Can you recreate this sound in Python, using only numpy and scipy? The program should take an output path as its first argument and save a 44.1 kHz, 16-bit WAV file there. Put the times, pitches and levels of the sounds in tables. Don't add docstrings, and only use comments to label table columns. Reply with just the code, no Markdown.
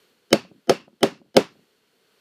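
import sys
import numpy as np
from scipy import signal
from scipy.io import wavfile
from scipy.ndimage import uniform_filter1d

SR = 44100
rng = np.random.default_rng(int(sys.argv[2]) if len(sys.argv) > 2 else 0)


def wrap_up_sound(samples):
    columns = np.atleast_2d(samples).T
    tamed = np.clip(columns, -1, 1)
    steps = np.round(tamed * 32767).astype(np.int16)
    wavfile.write(sys.argv[1], SR, steps)


def elevation(decibels):
    levels = np.asarray(decibels, float)
    return 10 ** (levels / 20)


N = 97064

# start in seconds, crack level in dB, thud level in dB, thud tilt in dB per octave,
# level of the lasting rings in dB.
BLOWS = [
    (0.3277, 0, -1, -5.5, 4.5),
    (.6943, -3.5, -0.5, 5, 1),
    (1.0293, -3, 0.5, 1.5, -2.5),
    (1.3657, 0.5, 2.5, 1, -4.5),
]
# delay after the first in seconds, level in dB.
TOUCHES = [
    (0, -16),
    (.0007, -9),
    (.0013, -4),
    (.002, 2),
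    (.0026, -7.5),
    (.0034, -11.5),
    (.0045, -8.5),
    (.0056, -13),
    (.007, -16.5),
]
# start in seconds, level in dB, tilt in dB per octave.
HOPS = [(.45, -44.5, 1.5), (0.515, -42.5, -7), (.56, -57.5, -12), (.82, -58, 0), (0.88, -56.5, 13),
        (.93, -52, -15), (1.155, -46.5, -2), (1.216, -46, -3.5), (1.261, -51.5, -8), (1.555, -53, 0),
        (1.595, -50, -13), (1.621, -70, -14)]
# frequency in Hz, level in dB, 60 dB decay time in seconds.
STEEL_MODES = [(1304, -7, 0.015), (2170, 1.5, 0.0094), (3130, 2, 0.0061), (3730, -1, 0.0062),
               (4650, -4.5, .009), (5290, 2, 0.0071), (6500, -9, 0.015), (8530, -8.5, 0.0068),
               (9120, -8, 0.0033), (11080, -11, 0.0064), (13320, -16, 0.0076), (14400, -17, .005)]
# frequency in Hz, level in dB, 60 dB decay time in seconds.
STEEL_RINGS = [(2700, -58.5, 0.34), (3005, -57.5, 0.12), (4480, -56, 0.22), (5300, -61.5, .2)]
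# frequency in Hz, level in dB, 60 dB decay time in seconds.
BENCH_MODES = [(128, -16.5, 0.04), (187, -15.5, 0.067), (223.6, -5, 0.12), (270, -3.5, .05),
               (314, -8.5, .06), (393, -4.5, 0.15), (417, 0.5, .012), (556.5, -2, 0.14), (635, -5.5, .045),
               (676, -2, .045), (770, -8, 0.032), (994, -23.5, 0.15), (1254, -21.5, 0.098),
               (1410, -25, .04)]
# frequency in Hz, level in dB per Hz.
TAIL_SPECTRUM = [(60, -33), (200, -5.5), (500, -7.5), (850, -15.5), (2800, -22.5), (5200, -29.5),
                 (9000, -40), (15000, -51.5)]
# frequency in Hz, 60 dB decay time in seconds.
TAIL_T60 = [(60, .3), (200, 0.16), (500, 0.089), (1100, .24), (2900, 0.22), (5000, 0.28), (7700, 0.18),
            (15000, .16)]
# frequency in Hz, level in dB per Hz.
SHUDDER_SPECTRUM = [(50, -23), (110, -11), (200, -2), (300, -1), (450, -17), (900, -39), (2000, -83)]
# frequency in Hz, level in dB per Hz.
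HISS_SPECTRUM = [(45, -48.5), (110, -22.5), (200, -8.5), (450, -12), (750, -17), (3300, -19), (6000, -24),
                 (14500, -27.5)]
# time in seconds, level in dB.
HISS_LEVEL = [(0.0, -64), (0.17, -69), (0.62, -71), (1.08, -74.5), (1.18, -74.5), (1.4, -75), (1.53, -67.5),
              (1.84, -70.5), (2.2, -67)]
# frequency in Hz, bandwidth in Hz, level in dB.
HUMS = [(437, 79, -73.5), (1500, 300, -79.5), (3010, 870, -75.5), (4330, 250, -78)]
# frequency in Hz, level in dB.
SMEAR_LOWS = [(240, -48), (330, -51.5), (520, -53.5), (690, -53)]


def at_hz(points, hz):
    points = np.array(points)
    return np.interp(np.log(hz), np.log(points[:, 0]), points[:, 1])


def rms_one(x):
    return x / np.sqrt(np.mean(x ** 2) + 1e-20)


def clicks(s, gain):
    out = np.zeros(N) + 1e-18
    np.add.at(out, (np.asarray(s) * SR).astype(int), gain)
    return out


def ring(x, hz, t60):
    r = elevation(-60 / (t60 * SR))
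    w = 2 * np.pi * hz / SR
    return signal.lfilter([0, np.sin(w)], [1, -2 * r * np.cos(w), r * r], x)


def narrow_noise(hz, width_hz):
    t60 = np.log(1000) / np.pi / width_hz
    return rms_one(ring(rng.standard_normal(N), hz, t60))


def soften(x, hz):
    r = np.exp(-2 * np.pi * hz / SR)
    return signal.lfilter([(1 - r) ** 2], [1, -2 * r, r * r], x)


def highpass(x, order, hz):
    return signal.sosfilt(signal.butter(order, hz, "high", fs=SR, output="sos"), x)


def drift(hz):
    settled = soften(rng.standard_normal(N + SR), hz)[SR:]
    return rms_one(settled)


def since_blow():
    return np.maximum(np.arange(N) / SR - np.array(BLOWS)[:, :1], 0)


def bands(spectrum, shape):
    edges = 45 * 2 ** np.arange(0, 8.7, 1 / 3)
    centres = np.sqrt(edges[1:] * edges[:-1])
    white = rng.standard_normal((2, N))
    norm = np.sqrt(np.sum(elevation(at_hz(spectrum, centres)) ** 2 * np.diff(edges)) * 2 / SR)
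    out = 0
    for k, hz in enumerate(centres):
        band_filter = signal.butter(2, edges[k:k + 2], "band", fs=SR, output="sos")
        band = signal.sosfilt(band_filter, white[k % 2])
        out = out + elevation(at_hz(spectrum, hz)) * shape(hz) * band
    return out / norm


def hiss():
    duck_db, recover_s, duck_above_hz = -13.5, 0.16, 10000
    t = since_blow()
    duck = duck_db * np.max((t > 0) * np.exp(-(t / recover_s) ** 2), axis=0)
    level = np.interp(np.arange(N) / SR, *np.transpose(HISS_LEVEL))
    air = bands(HISS_SPECTRUM, lambda hz: elevation(duck * hz / (hz + duck_above_hz)))
    hums = sum(elevation(db) * narrow_noise(hz, width_hz) for hz, width_hz, db in HUMS)
    return elevation(level) * air + elevation(level - level.mean()) * hums


def smear(x):
    reach_s, from_db = 0.0232, -20.5
    low_db, low_rise_s = 5.5, 0.0058
    tone_db, tone_rise_s, tone_hz = -48, 0.006, 3000
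    copy_db, haze_db = -40.5, -62
    ahead = np.arange(int(reach_s * SR), 0, -1) / SR
    lows = sum(elevation(low_db + db) * np.cos(2 * np.pi * hz * ahead) for hz, db in SMEAR_LOWS)
    kernel = lows * np.exp(-ahead / low_rise_s)
    kernel += elevation(tone_db) * np.cos(2 * np.pi * tone_hz * ahead) * np.exp(-ahead / tone_rise_s)
    kernel += elevation(haze_db) * soften(rng.standard_normal(len(ahead)), 3000)
    kernel[0] += elevation(copy_db)
    power = uniform_filter1d(x ** 2, size=200)
    loud = x * power / (power + elevation(from_db) ** 2)
    return x + signal.fftconvolve(loud, kernel)[-N:]


def gate(t):
    close_s, soft_s = 0.18, 0.0068
    return 1 / (1 + np.exp((t - close_s) / soft_s))


def steel():
    crack_db, jitter_s, spread_db = -10.5, 0.0002, 1.5
    ring_lag_s, ring_db_offset, ring_spread_db, ring_width_hz = 0.002, 19, 2.5, 220
    s, db, _, _, ring_db = np.transpose(BLOWS)[:, :, None]
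    lag, touch_db = np.transpose(TOUCHES)
    out = 0
    for hz, mode_db, t60 in STEEL_MODES:
        chance = rng.standard_normal((len(s), 2, len(lag)))
        when = s + lag + jitter_s * np.abs(chance[:, 0])
        gain = elevation(crack_db + db + touch_db + mode_db + spread_db * chance[:, 1])
        out = out + ring(clicks(when.ravel(), gain.ravel()), hz, t60)
    t = since_blow()
    is_open = (t > ring_lag_s) * gate(t)
    for hz, mode_db, t60 in STEEL_RINGS:
        chance_db = ring_spread_db * rng.standard_normal((len(s), 1))
        decay = elevation(mode_db + ring_db_offset + ring_db + chance_db - 60 * t / t60)
        out += np.sum(is_open * decay, axis=0) * narrow_noise(hz, ring_width_hz)
    return out


def bench():
    base_db, lag_s, contact_hz, spread_db = -15.5, 0.0018, 1200, 1
    push_s, push_db = 0.0023, -1
    rebound_s, rebound_db = 0.0085, -2
    hop_base_db, hop_spread_db, hop_damping = -3, 1.3, 0.52
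    s, _, thud_db, thud_tilt_db, _ = np.transpose(BLOWS)
    hop_s, hop_db, hop_tilt_db = np.transpose(HOPS)
    thud_s = s + lag_s
    out = 0
    for hz, mode_db, t60 in BENCH_MODES:
        chance_db = spread_db * rng.standard_normal(len(s))
        gain = elevation(base_db + thud_db + mode_db + thud_tilt_db * np.log2(hz / 400) + chance_db)
        blow = clicks(thud_s, gain)
        blow += clicks(thud_s + push_s, gain * elevation(push_db))
        blow += clicks(thud_s + rebound_s, gain * elevation(rebound_db))
        hop_chance_db = hop_spread_db * rng.standard_normal(len(hop_s))
        hop_gain = elevation(hop_base_db + hop_db + mode_db + hop_tilt_db * np.log2(hz / 300) + hop_chance_db)
        hop = clicks(hop_s, hop_gain)
        out = out + ring(blow, hz, t60) + ring(hop, hz, hop_damping * t60)
    return highpass(soften(out, contact_hz), 3, 165)


def room():
    tail_db, rise_s, grain_db = -29.5, 0.005, 1
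    t = since_blow()
    thud_gain = elevation(np.transpose(BLOWS)[2])
    rise = (1 - np.exp(-t / rise_s)) * gate(t)
    grain = elevation(grain_db * drift(110))

    def decay(hz):
        fall = elevation(-60 * (t - 0.04) / at_hz(TAIL_T60, hz))
        return thud_gain @ (rise * fall) * grain

    return elevation(tail_db) * bands(TAIL_SPECTRUM, decay)


def shudder():
    level_db, rise_s, t60, lasts_s, stop_s, lumps_db = -48, 0.012, 1, 0.28, 0.004, 3.5
    t = since_blow()
    stop = 1 + np.exp((t - lasts_s) / stop_s)
    course = np.sum((1 - np.exp(-t / rise_s)) * elevation(-60 * t / t60) / stop, axis=0)
    lumpy = course * elevation(lumps_db * drift(25))
    return elevation(level_db) * bands(SHUDDER_SPECTRUM, lambda hz: lumpy)


def scene():
    return (hiss() + steel() + bench() + room() + shudder())[None]


def top_cut(x):
    return signal.sosfilt(signal.butter(12, 16470, fs=SR, output="sos"), x)


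def record(dry):
    peak_limit, top_cut_hz = 1.4, 15400
    x = highpass(smear(dry[0]), 2, 85.4)
    rounded = peak_limit * np.tanh(x / peak_limit)
    x = signal.sosfilt(signal.cheby2(8, 22, top_cut_hz, fs=SR, output="sos"), rounded)
    return top_cut(np.clip(x, -0.97, 0.97)[None])


dry = scene()
out = record(dry)
wrap_up_sound(out)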